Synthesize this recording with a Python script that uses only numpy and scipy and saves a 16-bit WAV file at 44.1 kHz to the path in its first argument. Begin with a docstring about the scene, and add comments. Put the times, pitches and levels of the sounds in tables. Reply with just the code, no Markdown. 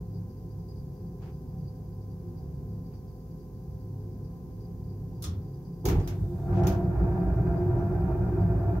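"""Gas furnace burners light and roar in a basement, heard from the floor a few steps away.
First the draught fan hums through the flue and its bearing ticks. A relay and the gas valve click,
the jets hiss and the gas catches with a thump. The flame spreads over the burners and rings the heat
exchanger: a steady, hollow roar. Behind it, a few soft scuffs and a faint hiss."""
import sys
import numpy as np
from scipy import signal
from scipy.fft import rfft, irfft
from scipy.io import wavfile

SR = 44100
rng = np.random.default_rng(int(sys.argv[2]) if len(sys.argv) > 2 else 0)


def to_wav(sig):
    """Store sig (one row per channel, or 1-D mono) as 16-bit WAV at the path in sys.argv[1].

    Samples outside -1..1 are clipped; the rate is SR.
    """
    pcm = np.clip(np.atleast_2d(sig), -1, 1) * 32767
    pcm = np.round(pcm).astype(np.int16)
    wavfile.write(sys.argv[1], SR, pcm.T)  # frames by channels


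N = 388080
T, HZ = np.arange(N) / SR, np.fft.rfftfreq(N, 1 / SR)
LIGHT_S, SPREAD_S = 5.85, 6.44  # first burner lights; flame crosses to the rest

# Stereo balance of fire and fan. Each row: frequency in Hz, left minus right in dB.
FIRE_BALANCE = [(60, -1.5), (110, -0.5), (200, 0), (380, -0.5), (700, 1), (1290, -2.5), (2380, 0),
                (4400, 2.0), (8120, -2), (15000, -2)]
FAN_BALANCE = [(60, -2), (110, -0.5), (200, 0.0), (380, 0.5), (700, 1.5), (1290, -2), (2380, -0.5),
               (4400, 4.5), (8120, 2.5), (15000, -3.5)]


def burners(rumble_hz=240, body_hz=540, top_hz=3400, flicker_db=0.87, surge_db=0.47, body_share=0.42):
    """Flames ring the heat exchanger: a rumble, then a flickering roar as they spread."""
    # Combustion noise. Each row: frequency in Hz, base density in dB per Hz.
    spectrum = [(20, -71.5), (31, -68), (42, -58), (100, -54.5), (185, -61), (215, -71.5), (330, -75.5),
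                (450, -83), (700, -73), (1000, -82), (1300, -88.5), (1750, -87.5), (2000, -98.5),
                (2500, -100), (3200, -109.8)]
    # Hot exchanger modes. Each row: frequency in Hz, width in Hz, boost in dB.
    exchanger_modes = [(59.2,15.6,13), (82.6,13,7.7), (100.6,9.1,15), (120,20,10.5), (140.9,9.9,11.7),
                       (162.2,8.1,10.8), (183.8,18.6,14.4), (271,21,12), (301.7,13,16), (322,22,13.3),
                       (357.2,22.3,27.6), (392,60,17.4), (474,49,11), (503,6.6,11), (577,41,3.5),
                       (645,37,8.1), (680.7,22,15.15), (764.5,13.5,13.4), (838,12,9), (924,26,8.7),
                       (969,9.1,12.4), (1191,54,5.9), (1356,80,7.4), (1407,23,12.8), (1562,32,8.9),
                       (2057,59,6.4), (2420,98,7.1)]
    fire = air(read(spectrum, HZ) + resonances(exchanger_modes), FIRE_BALANCE)
    rumble, body, roar = (below(fire, hz) for hz in (rumble_hz, body_hz, top_hz))
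    size, turbulence_db = flame()
    turbulence = gain_of(turbulence_db + flicker_db * wander(45))  # acts most on the upper bands
    flames = rumble + (body - rumble) * turbulence ** body_share + (roar - body) * turbulence
    return flames * size * gain_of(surge_db * wander(14))


def flame(first_db=-7, full_db=0.52, calm_db=-7.5, stirred_db=1.55, ease_db_per_s=0.43):
    """Flame size as a gain and turbulence in dB: one burner, then all, each step with a flare."""
    swing = 0.8 * flare(LIGHT_S) + flare(SPREAD_S)
    size_db = first_db + (full_db - first_db) * ramp(SPREAD_S, length_s=0.084) + 5.5 * swing
    size_db -= ease_db_per_s * np.maximum(T - SPREAD_S, 0)
    turbulence_db = calm_db + (stirred_db - calm_db) * ramp(SPREAD_S - 0.15, length_s=0.19) + 3.5 * swing
    return ramp(LIGHT_S, length_s=0.23) * gain_of(size_db), turbulence_db


def flare(start_s, delay_s=0.12, period_s=0.45, settle_s=0.19):
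    """Gathered gas burns off: the flame overshoots, sags and settles."""
    age_s = np.maximum(T - start_s - delay_s, 0)
    return np.sin(2 * np.pi * age_s / period_s) * np.exp(-age_s / settle_s)


def ignition(boom_hz=230):
    """Gas catches with a bang and a slower boom; puffs push the burner box before and after."""
    # Ignition blast. Each row: frequency in Hz, base density in dB per Hz.
    spectrum = [(25, -66.5), (45, -40.5), (68, -41), (105, -46), (190, -51), (225, -65), (270, -53),
                (400, -50), (480, -58), (600, -73), (760, -63), (940, -68), (1500, -91), (3500, -101.5)]
    # Gas puffs. Each row: start in seconds, peak in dB, frequency in Hz, rise in seconds.
    puffs = [(5.252, -42.5, 305, 0.019), (5.272, -24, 87, 0.026), (5.36, -26.5, 94.3, 0.024),
             (6.207, -24.5, 95, 0.024)]
    blast = air(read(spectrum, HZ), FIRE_BALANCE)
    boom = below(blast, boom_hz)
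    bang = blast - boom
    out = boom * burst(db=-1.5, rise_s=0.031, sag_db_per_s=3, fade_db_per_s=188)
    out += bang * burst(db=0, rise_s=0.025, sag_db_per_s=45, fade_db_per_s=280)
    t = T[:SR // 2]
    for start_s, db, hz, rise_s in puffs:
        swell = (t / rise_s * np.exp(1 - t / rise_s)) ** 3
        add(out, start_s, gain_of(db) * swell * np.sin(2 * np.pi * hz * t))
    return out


def burst(db, rise_s, sag_db_per_s, fade_db_per_s, start_s=5.833, burn_s=0.18):
    """Blast envelope: swells, sags while the gas pocket burns, dies away."""
    age_s = np.maximum(T - start_s, 0)
    fall_db = sag_db_per_s * np.minimum(age_s, burn_s) + fade_db_per_s * np.maximum(age_s - burn_s, 0)
    return ramp(start_s, rise_s) ** 2 * gain_of(db - fall_db)


def fan(shaft_hz=51.11, mains_hz=60, top_hz=3500, rush_db=-0.67, sway_db=0.52, hum_db=-0.4):
    """Turbulent draught rings the flue; shaft, ten blades and motor add clean tones."""
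    # Moving air. Each row: frequency in Hz, base density in dB per Hz.
    draught = [(20, -91.5), (33, -81.5), (42, -74.5), (100, -69.5), (185, -83), (330, -89), (460, -81),
               (560, -96.5), (700, -90.5), (950, -96), (1200, -101.7), (1350, -109.1), (2000, -112.0),
               (3200, -116.4)]
    # Flue modes. Each row: frequency in Hz, width in Hz, boost in dB.
    flue_modes = [(41.6, 7.4, 5.4), (66.7, 6.3, 16.3), (71.4, 3.7, 11.7), (91.9, 3.9, 8.7),
                  (102.3, 4.9, 20.2), (128.6, 26, 10), (139.6, 8.4, 23.3), (161.2, 6, 22.8),
                  (172, 7.1, 28.5), (204, 15.5, 19.9), (244.4, 8.3, 20.4), (267, 10.7, 17.6),
                  (288.3, 38.7, 13.7), (349.7, 19, 20.3), (385.5, 46, 12.5), (415.2, 12.6, 11.9),
                  (615, 13, 7.1), (764.7, 27, 11.5), (914, 24, 7.5), (1603, 170, 4.4)]
    # Shaft and blade tones. Each row: multiple of shaft speed, base level in dB.
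    shaft_orders = [(1, -50), (2, -49.5), (10, -61), (20, -69), (30, -85.5), (40, -90.5)]
    # Magnetic motor hum. Each row: multiple of mains frequency, base level in dB.
    motor_orders = [(8, -74), (12, -76.5)]
    rolloff_db = 10 * np.log10(1 + (HZ / top_hz) ** 8)
    rush = air(read(draught, HZ) + resonances(flue_modes) - rolloff_db, FAN_BALANCE)
    rotor = tones(shaft_hz, shaft_orders, drift=0.00037, flutter_db=0.65)
    motor = tones(mains_hz, motor_orders, drift=0, flutter_db=-1.5)
    return rush * gain_of(rush_db + sway_db * wander(1.2)) + (rotor + motor) * gain_of(hum_db)


def clicks(crack_s=0.0012, valve_db=-6):
    """Relays, valve and sheet metal snap: a crack, then cabinet and room ring, treble dying first."""
    # Each row: start in seconds, body, ring, top and crack gains in dB, share of valve ring from 0 to 1.
    snaps = [(5.223, -14, -4.5, 0.5, -14, 0.9), (5.2397, -5.5, 1.5, -5, -15, 0.9),
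             (5.8534, -1, 4.5, 4.5, -20, 0), (5.886, 4.5, -0.5, -1, -14, 0.2),
             (5.999, -12, -17, -34, -12, 0.1), (6.0753, -6, -6.5, -8, -6, 0.1),
             (6.636, -9, -14.5, -20, 0, 0.1), (6.6697, -1, 0, -1, -8, 0), (6.722, -23, -14.5, -17.5, -9, 0)]
    # Snap spectrum. Each row: frequency in Hz, base density in dB per Hz.
    spectrum = [(150, -80), (500, -67.5), (1300, -76.5), (2200, -77), (4000, -81), (6600, -75), (7600, -86),
                (9700, -87), (11500, -82), (12900, -74), (14400, -80), (16000, -77)]
    # Valve modes. Each row: frequency in Hz, width in Hz, boost in dB.
    valve_modes = [(1255, 200, 14.5), (3490, 450, 12.5), (4200, 440, 9), (5540, 370, 11), (6350, 500, 1),
                   (7500, 400, 13.5), (9440, 1200, 16.5), (13500, 900, 0)]
    # Each row: frequency in Hz, left minus right in dB.
    balance = [(60, -1), (110, -0.5), (200, 1), (380, -5.5), (700, -4), (1290, -2), (2380, 0), (4400, 1.5),
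               (8120, -1), (15000, -2)]
    # Basement reverberation. Each row: frequency in Hz, T60 in seconds.
    room_t60 = [(200, 0.43), (1500, 0.43), (3000, 0.31), (6000, .2), (14000, 0.15)]
    out, t = np.zeros((2, N)), T[:SR // 2]
    for start_s, body_db, ring_db, top_db, crack_db, valve_share in snaps:
        hz, age_s, noise = signal.stft(rng.standard_normal((2, len(t))), SR, nperseg=256)
        band_gains = [(2200, body_db), (4500, ring_db), (7500, ring_db), (12000, top_db)]
        colour_db = read(spectrum, hz) + read(band_gains, hz)
        colour_db += np.clip(valve_share, 0, 1) * (resonances(valve_modes, hz) + valve_db)
        stereo_db = colour_db + np.outer([0.5, -0.5], read(balance, hz))
        decay_db = 60 * age_s / read(room_t60, hz)[:, None]
        shaped = noise * gain_of(stereo_db[..., None] - decay_db)
        ring = signal.istft(shaped, SR, nperseg=256)[1][:, :len(t)] * np.sqrt(SR / 2)
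        add(out, start_s, ring * (1 + gain_of(crack_db) * np.exp(-t / crack_s)))
    return out


def jets(open_db=-0.5, extra_db=2.3, open_s=0.07, ease_s=0.45):
    """Gas hisses from the jets, a little harder until all burners are alight."""
    # Escaping gas. Each row: frequency in Hz, base density in dB per Hz.
    spectrum = [(500, -130), (3400, -115), (3600, -106), (3850, -113), (6000, -113), (9000, -113),
                (11000, -115), (12700, -110), (16000, -111)]
    flow_db = open_db + extra_db * (1 - ramp(SPREAD_S, ease_s))
    return air(read(spectrum, HZ), FIRE_BALANCE) * ramp(LIGHT_S, open_s) * gain_of(flow_db)


def bearing(swell_s=0.015, uneven_db=2.5, ticks_per_s=11, small_tick_db=5.0, spread_db=2.5, jitter=0.4):
    """The fan bearing rubs and ticks in a loose rhythm; each high mode wavers on its own."""
    # Strongest ticks. Each row: start in seconds, level over the steady rub in dB.
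    strong_ticks = [(.137, 15), (.68, 18), (.755, 17), (1.673, 15), (2.368, 11), (2.935, 17), (4.24, 12),
                    (5.64, 12.5), (6.038, 16), (7.775, 15)]
    # Bearing modes. Each row: frequency in Hz, width in Hz, base density in dB per Hz.
    modes = [(4700, 450, -117), (4877, 130, -109), (5740, 260, -118), (8730, 50, -120)]
    tick_count = np.floor(np.cumsum(ticks_per_s * np.exp(jitter * wander(9))) / SR)
    onsets = np.diff(tick_count, prepend=0) > 0
    ticks = onsets * gain_of(small_tick_db + spread_db * rng.uniform(-1.8, 2, N))
    for start_s, db in strong_ticks:
        ticks[round(start_s * SR)] = gain_of(db) - 1
    age = T[:SR // 4] / swell_s
    rub = 1 + signal.oaconvolve(ticks, age * np.exp(1 - age))[:N]  # ticks swell fast and ring out
    ring = np.zeros((2, N))
    for hz, width_hz, db in modes:
        mode_db = db - 20 * np.log10(1 + (2 * (HZ - hz) / width_hz) ** 2)
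        ring += air(mode_db, FAN_BALANCE) * gain_of(uneven_db * wander(14))
    return rub * ring


def scuffs():
    """Soft mid-range scuffs, and a swish as the flame flares."""
    # Scuff noise. Each row: frequency in Hz, base density in dB per Hz.
    spectrum = [(300, -100), (800, -89), (1500, -98.5), (2200, -99), (2700, -101.5), (3400, -107),
                (4500, -110), (6500, -111), (9000, -122), (16000, -130)]
    # Each row: centre in seconds, gain in dB, half length in seconds.
    swells = [(1.232, -0.5, 0.021), (1.276, 0.5, 0.044), (2.943, -8, .03), (6.582, 9.5, 0.052)]
    envelope = sum(gain_of(db) * np.exp(-((T - at_s) / half_s) ** 2) for at_s, db, half_s in swells)
    return air(read(spectrum, HZ), FIRE_BALANCE) * envelope


def hiss():
    """Faint, steady treble hiss."""
    # Noise floor. Each row: frequency in Hz, density in dB per Hz.
    spectrum = [(1000, -126), (3200, -121), (4000, -116.5), (4700, -111.5), (6700, -110.5), (7300, -117.5),
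                (9700, -117), (11200, -112.5), (12400, -108), (14000, -110.5), (16000, -110.5)]
    return air(read(spectrum, HZ), FAN_BALANCE)


def air(density_db, balance):
    """Stereo noise; the room leaves the bass alike in both ears and the treble unrelated."""
    # Room coherence. Each row: frequency in Hz, left-right correlation.
    coherence = [(60, 0.99), (120, 1), (240, 0.95), (480, 0.88), (950, 0.61), (1890, -0.13), (3770, 0.18),
                 (7520, -0.053), (15000, 0.042)]
    left, other = rfft(rng.standard_normal((2, N)))
    alike = np.clip(read(coherence, HZ), -1, 1)
    right = alike * left + np.sqrt(1 - alike ** 2) * other
    lean_db = read(balance, HZ) / 2
    pair = np.array([left * gain_of(lean_db), right * gain_of(-lean_db)])
    return irfft(pair * gain_of(density_db) * np.sqrt(SR / 2), N)


def tones(base_hz, orders, drift, flutter_db, lag_s=0.0002):
    """Fluttering multiples of one speed; they reach the right ear lag_s later."""
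    turns = np.cumsum(base_hz * (1 + drift * wander(1.5))) / SR - np.array([[0], [lag_s * base_hz]])
    out = np.zeros((2, N))
    for order, db in orders:
        amplitude = np.sqrt(2) * gain_of(db + flutter_db * wander(4.7))
        out += amplitude * np.sin(2 * np.pi * (round(order) * turns + rng.random()))
    return out


def resonances(modes, at_hz=HZ):
    """Gain in dB of steep resonant peaks on a flat floor."""
    peaks = (gain_of(db) ** 2 / (1 + (2 * (at_hz - hz) / width_hz) ** 2) ** 2
             for hz, width_hz, db in modes)
    return 10 * np.log10(1 + sum(peaks))


def wander(rate_hz, size=4096):
    """Smooth random drift of rms 1."""
    hz = HZ[:size // 2 + 1]
    drift = irfft(rfft(rng.standard_normal(size)) * np.exp(-(hz / rate_hz) ** 2) * (hz > 0), size)
    return np.interp(T, np.linspace(0, T[-1], size), drift / drift.std())


def below(x, hz):
    """Steep zero-phase low-pass."""
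    return irfft(rfft(x) / (1 + (HZ / hz) ** 8), N)


def ramp(start_s, length_s):
    """Linear rise from 0 to 1, then hold."""
    return np.clip((T - start_s) / length_s, 0, 1)


def read(points, hz):
    """A curve's value at hz, on a log-frequency axis."""
    point_hz, values = np.transpose(points)
    return np.interp(np.log(hz + 1), np.log(point_hz + 1), values)


def gain_of(db):
    """Decibels to amplitude."""
    return 10 ** (np.asarray(db) / 20)


def add(mix, start_s, sound):
    """Mixes a sound in at start_s."""
    part = mix[:, round(start_s * SR):][:, :sound.shape[-1]]
    part += sound[..., :part.shape[1]]


def scene():
    """The whole furnace over a faint hiss."""
    return fan() + bearing() + clicks() + ignition() + burners() + jets() + scuffs() + hiss()


def record(dry):
    """Brief fades at both ends and a treble cut."""
    edge_hz = 15760
    lowpass = signal.firwin(1023, edge_hz, window=("kaiser", 9), fs=SR)
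    fades = signal.windows.tukey(N, 0.003)
    return signal.oaconvolve(dry * fades, lowpass[None], "same", axes=1)


dry = scene()
out = record(dry)
to_wav(out)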